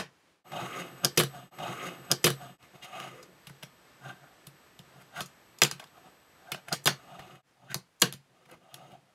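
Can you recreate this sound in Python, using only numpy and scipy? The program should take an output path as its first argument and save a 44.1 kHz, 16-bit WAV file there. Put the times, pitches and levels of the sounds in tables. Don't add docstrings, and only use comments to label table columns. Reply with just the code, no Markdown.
import sys
import numpy as np
from scipy import signal
from scipy.fft import rfft, irfft, next_fast_len
from scipy.io import wavfile
from scipy.ndimage import map_coordinates

SR = 44100
rng = np.random.default_rng(int(sys.argv[2]) if len(sys.argv) > 2 else 0)


def wav_record(signal):
    frames = np.transpose(np.atleast_2d(signal))
    bounded = np.clip(frames, -1, 1)
    quanta = np.round(bounded * 32767).astype(np.int16)
    wavfile.write(sys.argv[1], SR, quanta)


N = 403074

# pitch_hz, base width_hz, relative level_db
TABLE_MODES = [(77.6, 59, -10.5), (136.8, 12, 4.5), (180, 28, -2), (232.7, 48, -10), (355.2, 36, -2.5),
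               (449, 45, -3), (498.4, 44, -0.5)]
# pitch_hz, base width_hz, relative level_db
DECK_MODES = [(584, 14, 2), (720, 106, 5), (837, 52, -11.5)]
# pitch_hz, base width_hz, relative level_db
TAIL_MODES = [(1030, 130, -21), (1241, 153, 1.5), (1423, 110, 1.5), (1547, 65, 4.5), (1770, 240, -3)]
# pitch_hz, base width_hz, relative level_db
AXLE_MODES = [(2101, 250, 0.5), (2550, 47, 2.5), (2890, 180, 2), (3175, 190, 1), (3504, 390, -1)]
# pitch_hz, base width_hz, relative level_db
WHEEL_MODES = [(4850, 5600, -6.5), (4950, 120, 4.5), (6550, 440, 6.5), (7000, 6200, -0.5),
               (12400, 4800, -13)]
# start_s, average room_hiss_db, whine_db
STRETCHES = [(0, -67, -40), (0.441, -57.5, 11), (1.507, -72, -12.5), (2.579, -61, 1), (7.424, -69.5, -39.5)]


def contacts():
    # start_s, peak_db of the crack, bright_hz (its main pitch),
    # thump_db, knock_db, treble_db (all three over the crack, trimmed in blow), chatter_ms (time to fall 60 dB)
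    hits = [(-.035, -5.5, 2320, -27.5, -18, -24, 22), (-.018, -16, 4000, -6, 2.5, -20, 20),
            (.5165, -38.5, 2000, -14, 0.5, -10.5, 21), (1.0472, -5.5, 5100, -17.5, -23.5, -11.5, 13),
            (1.0523, -12.5, 4800, -18.5, -18, -12.5, 9.8), (1.1586, -46.5, 5020, -14.5, -10, 2, 45),
            (1.174, -14, 2655, -3.5, -23, 2.5, 39), (1.1765, -10, 5200, -8.5, -14, 2, 13),
            (1.1805, -11.5, 2800, -8.5, -26, 2, 18), (1.1874, -16.5, 2900, -3, -12, 0.5, 20),
            (1.1925, -16.5, 2970, -3, -21.5, 7.5, 18), (1.199, -14.5, 2914, -5.5, -4.5, 2, 30),
            (1.2071, -20, 1960, -10, 0.5, 2.5, 16), (1.2347, -23.5, 3430, -6, -7, 8, 14),
            (2.6234, -47, 2850, -6, -13, -16, 20), (2.832, -44, 2780, -20, -14, -25, 45),
            (2.842, -50, 3270, -18, -16, -25, 35), (3.0001, -30, 2530, -10, -16, -7, 4.7),
            (3.226, -42, 4830, -12, -12, -7, 40), (3.468, -37, 2820, -5, -11, 1.5, 40),
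            (3.491, -44.5, 1860, 2, -4, 3, 8.3), (3.625, -38, 2970, -11, -1, -10, 16),
            (3.631, -31.5, 2980, -9, -6, -1.5, 14), (4.467, -40.5, 3700, -1.5, -10, 7, 23),
            (4.7893, -37.5, 3430, -4.5, -10, -6, 11), (4.992, -48.5, 1480, -8, -2, -2, 11),
            (5.1587, -38, 1920, -17, -5, -20, 21), (5.2056, -23.5, 3450, -9.5, -7, -1, 25),
            (5.2152, -29.5, 5930, -9, -12, -13.5, 20), (5.2574, -37.5, 6300, -29, -21, -7, 35),
            (5.585, -38.5, 4960, -20.5, -21.5, -0.5, 13), (5.6184, -2.5, 3230, -19, -12.5, -13, 12),
            (5.6187, -7, 6800, -25, -25.5, -16, 9), (5.6205, -9.5, 1880, -18, -16, -23, 12),
            (5.6282, -15, 2820, -5.5, -18.5, -10, 11), (5.635, -5, 4160, -19, -26, -14.5, 11),
            (5.6493, -15.5, 2660, -12, -14.5, -10, 8.3), (5.712, -20.5, 4760, -32, -9.5, -19, 14),
            (5.7195, -33.5, 4660, -5, -7, -14, 15), (5.7953, -37.5, 3370, -12, -2, -5, 36),
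            (5.806, -49.5, 1540, -8, 6, -15, 20), (5.8382, -41.5, 3600, -14, -2, -20, 9),
            (5.867, -52, 3500, -16, -14, -10, 8), (6.5177, -21, 2250, -14, -20, -2.5, 34),
            (6.5445, -30.5, 2540, -10, 1, -19, 16), (6.6818, -32, 1730, -12.5, -15.5, -0.5, 10),
            (6.7262, -15, 4417, -13.5, -13.5, -10, 39), (6.8374, -44.5, 6340, -11, -15, 3.5, 11),
            (6.8411, -41.5, 7600, -16.5, -16.5, 1, 20), (6.857, -15, 4260, -7.5, -9.5, 1, 29),
            (6.8643, -15.5, 3650, -17, -12.5, -7, 59), (6.8726, -4.5, 3680, -24.5, -12, -11.5, 8.1),
            (6.877, -8, 1870, -15.5, -6, -11.5, 7), (6.8841, -25, 3700, -3, -1, -10, 16),
            (7.1894, -37.5, 1850, -5, -7, -22, 46), (7.3464, -46.5, 1805, -3, -11, -4.5, 11.6),
            (7.709, -36, 1590, -13, -14, -22, 12.7), (7.7439, -16, 4670, -21, -12, -0.5, 8.4),
            (7.7514, -34, 4000, 3, -13, -1.5, 14), (7.7734, -50, 3860, -5, -16.5, -0.5, 22),
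            (7.9974, -44, 6700, -23.5, -22.5, -5.5, 20), (8.0083, -36, 8160, -16, -34.5, -7, 15),
            (8.0172, -13, 6800, -35, -13.5, -10.5, 35), (8.0202, -7, 4160, -12.5, -10.5, 2, 17),
            (8.0238, -7.5, 3180, -12, -8, -12, 15), (8.0301, -21, 2790, 0, -1, -10, 6.8),
            (8.1245, -27.5, 3720, -29, -13.5, 6.5, 10.5), (8.1353, -35, 3770, -2, -16, -4, 16),
            (8.45, -53.5, 2200, -7, -3, -5, 14), (8.4818, -51, 1700, -16, 0, -7, 13),
            (8.5098, -48, 3210, -18, -7, 6, 16), (8.5257, -55, 1800, 2, 8, -13, 19),
            (8.7408, -35, 3630, -19, -7, 4, 21), (8.9137, -50, 2845, -3, -10, -2, 13)]
    out = np.zeros((2, N + 2 * SR))
    for start_s, peak_db, *character in hits:
        sound = blow(peak_db, *character)
        first = SR + round(start_s * SR)
        out[:, first:first + sound.shape[1]] += amp(peak_db) * sound
    return out[:, SR:SR + N]


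def blow(peak_db, bright_hz, thump_db, knock_db, treble_db, chatter_ms):
    push, force = chatter_force(peak_db, bright_hz, chatter_ms / 1000)

    metal = AXLE_MODES + WHEEL_MODES
    ring = peaked(filtered(force[0], modes(favoured(metal, bright_hz, fall_db=27.5, widen=1.2))))
    broad_and_narrow = together([(bright_hz, .65 * bright_hz, 0)], [(bright_hz, .13 * bright_hz, 6)])
    crack = peaked(filtered(force[1], broad_and_narrow))

    knock_hz = 1350 * 2 ** (.01 * peak_db)
    bent = favoured(DECK_MODES + TAIL_MODES, knock_hz, fall_db=9.0, widen=2.0)
    knock = amp(knock_db) * peaked(filtered(force[2], modes(bent)))
    fizz = peaked(filtered(force[3], lambda hz: modes([(10500, 7000, 0)])(hz) ** 2))
    direct = peaked(0.55 * ring + crack) + knock + amp(treble_db - 5.5) * fizz

    thump_hz = 247 * 2 ** (.01 * peak_db)
    thump = peaked(filtered(np.gradient(push), modes(favoured(TABLE_MODES, thump_hz, fall_db=4.0))))

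    whole_board = together([(2300, 2600, -3)], [(bright_hz, 1.1 * bright_hz, 0)])
    board = peaked(filtered(force[0], whole_board))
    room_db = -5 + 0.08 * peak_db
    diffuse = amp(room_db) * room(board + 0.8 * knock + amp(treble_db - 6) * fizz)
    diffuse += amp(thump_db - 2.5) * (thump + 0.55 * room(thump))
    return np.array([direct, diffuse])


def chatter_force(peak_db, bright_hz, chatter_s):
    t = np.arange(SR // 4) / SR
    rise_s = .0002 * amp(-0.62 * peak_db) * (1 + (1805 / bright_hz) ** 7)
    decay_db = -60 * np.maximum(t - rise_s, 0) / max(chatter_s, .002)
    push = np.minimum(t / rise_s, 1) * amp(decay_db)
    force = rng.standard_normal((4, len(t))) * push
    force[:, round(rise_s * SR)] += 6 * min(.0003 / rise_s, 1)
    return push, force


def room(x):
    # pitch_hz, fall_60_db_s
    decay_times = [(150, 0.22), (700, 0.16), (2000, 0.18), (5000, 0.16), (13000, 0.12)]
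    # pitch_hz, relative level_db
    echo_colour = [(100, -7.5), (500, -4.5), (2000, -3.5), (5000, -1.5), (14000, -6)]
    hz, t, noise = signal.stft(rng.standard_normal(len(x)), SR, nperseg=256)
    hz = hz[:, None]
    level_db = along(echo_colour, hz) - 60 * t / along(decay_times, hz)
    tail = signal.istft(noise * amp(level_db), SR, nperseg=256)[1]
    delayed = np.pad(x, (90, 0))
    return signal.fftconvolve(delayed, tail / np.linalg.norm(tail))[:len(x)]


def rolling():
    gains, table_hz, tail_hz, axle_hz = motion()
    parts = (favoured(DECK_MODES, 715, fall_db=12.5),
             favoured(TABLE_MODES, table_hz, fall_db=8),
             favoured(TAIL_MODES, tail_hz, fall_db=116.0),
             favoured(AXLE_MODES, axle_hz, fall_db=32.5),
             favoured(WHEEL_MODES, 6600, fall_db=3))
    shared, out = wobble(60), np.zeros(N)
    for gain, part in zip(gains, parts):
        grit = 1 + (rng.random(N) < .02) * 4.6 * rng.random(N)
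        uneven = amp(1.2 * shared + 1.5 * wobble(90))
        bumps = rng.standard_normal(N) * grit * uneven
        sizes = [amp(db) * np.sqrt(width) for _, width, db in part]
        voices = [size * resonant(bumps, hz, width) for (hz, width, _), size in zip(part, sizes)]
        out += gain * sum(voices) / np.sqrt(sum(size ** 2 for size in sizes))
    return out


def motion():
    # time_s, level_db, table_rumble_db over that level, finger pressure (0-1)
    long_rolls = [
        [(.454, -54.5, 2, 0.1), (.505, -59.5, 0, 0.8), (.522, -50, 4.5, 0.1), (.55, -43, 1.5, 0.07),
         (.596, -41, -5, 0.17), (.63, -44, 3, 0.36), (.665, -41, -1.5, 0.38), (.69, -47.5, 3, 0.66),
         (.718, -42, -4.5, 0.8), (.798, -39, 0, 0.57), (.926, -59, 6.5, 0.4), (.99, -56.5, 5.5, 0.6),
         (1.02, -59, 3, 0.4)],
        [(2.6, -63, -12.5, 0.33), (2.644, -59.5, -17, 1), (2.73, -79, 0, 0.3), (2.86, -57.5, -12, 0.32),
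         (2.962, -43.5, -6.5, 0.4), (3.025, -43.5, -7, 0.45), (3.082, -48, -3, 0.5), (3.118, -53.5, 1, 0.53),
         (3.19, -55, 3.5, 1), (3.326, -78.5, 18, 0.57), (3.44, -95, -3, 0.4)],
        [(6.96, -61, -8, 0.7), (7.01, -64, -7, 0.4), (7.154, -56.5, 5, 0), (7.18, -57, 2, 0.2),
         (7.205, -56, 0, 0.07), (7.302, -59.5, 0.5, 0.45), (7.344, -53, 4.5, 0.48), (7.41, -59.5, -6, 0.14)],
        [(8.3, -86, 19, 0.16), (8.37, -71, 4, .3), (8.47, -73.5, 5.5, 0.55), (8.532, -55.5, 1, 0.7),
         (8.58, -74, 11, 0.44), (8.662, -65.5, 1, 0.25), (8.71, -64.5, -17, 0), (8.745, -60, 3, 0.36),
         (8.83, -60, 2, 0.1), (8.892, -62, 4.5, 0.43), (8.938, -60.5, 3.5, 0), (9.02, -85, 20, 0),
         (9.13, -73.5, -2.5, 0.15)],
    ]
    # start_s, swell_s, hold_s, fade_s (swell and fade span 30 dB), tail_scrape_db,
    # deck_db, table_db, axles_db (all three over the tail), tail_hz
    short_scuffs = [(1.043, 0.021, 0.011, 0.044, -33, 0, 0.5, -4.5, 1360),
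                    (1.356, .1, 0.023, 0.22, -51, 3, 4, -3, 1260),
                    (1.445, 0.068, 0.016, 0.19, -59.5, -11, 11.5, 1.5, 1210),
                    (2.755, 0.042, 0.004, 0.028, -60.5, 7, 9.5, 2, 1260),
                    (2.827, 0.013, 0.025, 0.044, -63, -2, 5, 15, 1260),
                    (4.061, 0.082, 0.03, 0.12, -43.5, -4.5, -1.5, -8.5, 1420),
                    (4.239, 0.066, .005, 0.21, -57, -0.5, -7, -13, 1400),
                    (4.972, 0.16, 0.025, 0.17, -62, -1, 2, -4, 1340),
                    (5.172, 0.057, 0.03, 0.025, -37.5, -3, -9, -6, 1470),
                    (5.979, 0.095, .005, 0.076, -57, 2, -23, -8, 1200),
                    (6.055, 0.032, 0.0083, 0.11, -60, 4, 3, -6.5, 1200),
                    (6.483, 0.17, 0.09, 0.09, -56.5, 2, -9, -10, 1450),
                    (6.684, 0.017, 0.0031, 0.043, -44.5, 0, -17, -10, 1530),
                    (6.723, 0.015, 0.013, .02, -31, -3.5, -10, -14, 1400),
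                    (7.643, 0.12, 0.027, 0.11, -65.5, 6, 6, -4.5, 1095),
                    (7.709, 0.026, 0.021, 0.025, -42, -14.5, -7, -6, 1600)]
    deck_db, tail_db, axle_db, wheel_db = 8, -1.5, -2.5, -14
    damp_db = 23
    scuff_wheels_db = -9.5

    t, gains = np.arange(N) / SR, np.zeros((5, N))
    press, tail_hz = np.zeros(N), np.full(N, 1194.0)
    for rows in long_rolls:
        s, *columns = np.transpose(rows)
        edge = np.clip(np.minimum(t - s[0] + 0.012, s[-1] + 0.0085 - t) / .008, 0, 1)
        db, rumble_db, weight = (np.interp(t, s, column) for column in columns)
        weight = np.clip(weight, 0, 1) * (edge > 0)
        press += weight
        over_db = [deck_db - damp_db * weight, rumble_db, tail_db + 0 * t, axle_db + 0 * t, wheel_db + 0 * t]
        gains += edge * amp(db + np.array(over_db))

    for start, swell, hold, fade, db, deck, table, axles, hz in short_scuffs:
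        outside = np.maximum((start - t) / swell, (t - start - hold) / fade)
        shape_db = db - 30 * np.maximum(outside, 0)
        near = np.flatnonzero(shape_db > -110)
        louder = amp(shape_db[near]) > gains[2, near]
        tail_hz[near[louder]] = hz
        over_db = np.array([[deck], [table], [0], [axles], [axles + scuff_wheels_db]])
        gains[:, near] += amp(shape_db[near] + over_db)

    table_hz = 173.7 * (342 / 173.7) ** press
    axle_hz = 2900 * (2170 / 2900) ** press
    return gains, table_hz, tail_hz, axle_hz


def background():
    # pitch_hz, relative level_db per Hz
    hiss_colour = [(20, -43), (48, -15.5), (100, -9), (160, -5.5), (215, -9), (300, -7.5), (1820, -12.5),
                   (5000, -21.5), (8000, -27), (12500, -40.5), (16400, -45)]
    # pitch_hz, relative level_db per Hz
    own_colour = [(20, -34.5), (300, 2.5), (3000, 1), (10000, -1), (16400, -9)]
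    # pitch_hz, level_db (rms, before the stretch's whine level is added)
    whine_tones = [(1238, -79), (1755, -79), (8000, -78), (12225, -85), (12285, -78), (15251, -93)]
    t = np.arange(N) / SR
    hiss = unit(filtered(rng.standard_normal(N), lambda hz: amp(along(hiss_colour, hz))))
    own = amp(-78) * unit(filtered(rng.standard_normal(N), lambda hz: amp(along(own_colour, hz))))
    tones = [np.sqrt(2) * amp(db + 1.3 * wobble(24)) * np.sin(2 * np.pi * hz * t) for hz, db in whine_tones]
    whine_db = per_stretch(column=2)
    whines = amp(whine_db) * sum(tones[:-1])
    top = amp(.12 * whine_db + 3 * wobble(15)) * tones[-1]
    return amp(per_stretch(column=1) + .7 * wobble(10)) * hiss + own + whines + top


def per_stretch(column):
    rows = np.array(STRETCHES)
    index = np.searchsorted(rows[:, 0], np.arange(N) / SR, side="right") - 1
    return rows[index, column]


def joined(x):
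    t, start = np.arange(N) / SR, round(STRETCHES[1][0] * SR)
    again = 47086
    y = np.concatenate([x[:start + again], x[start:start + again], x[start + 2 * again:]])
    for cut, *_ in STRETCHES[1:]:
        fade = np.where(t < cut, (cut - t) / 0.13, (t - cut) / 0.058)
        y = y * np.clip(fade, .02, 1) ** 0.88
    return y


def favoured(table, hz, fall_db, widen=1):
    return [(c, widen * width, db - fall_db * np.log2(c / hz) ** 2) for c, width, db in table]


def modes(table):
    def response(f):
        total = 0
        for k, (hz, width, db) in enumerate(table):
            damping = 1j * f * width
            total = total + (-1) ** k * amp(db) * damping / (hz * hz - f * f + damping)
        return total
    return response


def together(first, second):
    return lambda hz: modes(first)(hz) + modes(second)(hz)


def resonant(x, hz, width):
    b, a = signal.iirpeak(hz, hz / (1.5 * width), SR)
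    return unit(signal.lfilter(b, a, signal.lfilter(b, a, x)))


def filtered(x, response):
    m = next_fast_len(x.shape[-1] + 4096)
    spectrum = rfft(x, m) * response(np.fft.rfftfreq(m, 1 / SR))
    return irfft(spectrum, m)[..., :x.shape[-1]]


def along(points, hz):
    f, value = np.transpose(points)
    return np.interp(np.log(hz + 1), np.log(f + 1), value)


def wobble(rate):
    return map_coordinates(rng.standard_normal(int(N * rate / SR) + 4), [np.arange(N) * rate / SR])


def amp(db):
    return 10 ** (np.asarray(db) / 20)


def unit(x):
    return x / np.sqrt(np.mean(x ** 2) + 1e-20)


def peaked(x):
    return x / np.max(np.abs(x))


def scene():
    # pitch_hz, side_db over the middle before the flicker
    diffuse_width = [(300, -72.5), (2400, -49.5), (4400, -38.5), (8100, -11.5), (15000, -6)]
    lag_s = 11e-6
    direct, diffuse = contacts()
    direct = joined(direct)
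    diffuse = joined(diffuse + rolling() + background())

    def lag_side(hz):
        return -1j * np.tan(np.pi * hz * lag_s) * hz ** 2 / (hz ** 2 + 1500 ** 2)

    side = filtered(direct, lag_side)
    side += filtered(diffuse, lambda hz: -1j * amp(along(diffuse_width, hz)))
    side *= amp(4 * wobble(40) - 0.5)
    return direct + diffuse + np.array([side, -side])


def record(dry):
    top_hz = 16500
    fade = [(14500, 0), (15600, -11.5), (15900, -12), (16500, -24.5)]  # pitch_hz, level_db
    return filtered(dry, lambda hz: amp(along(fade, hz)) * (hz < top_hz))


dry = scene()
out = record(dry)
wav_record(out)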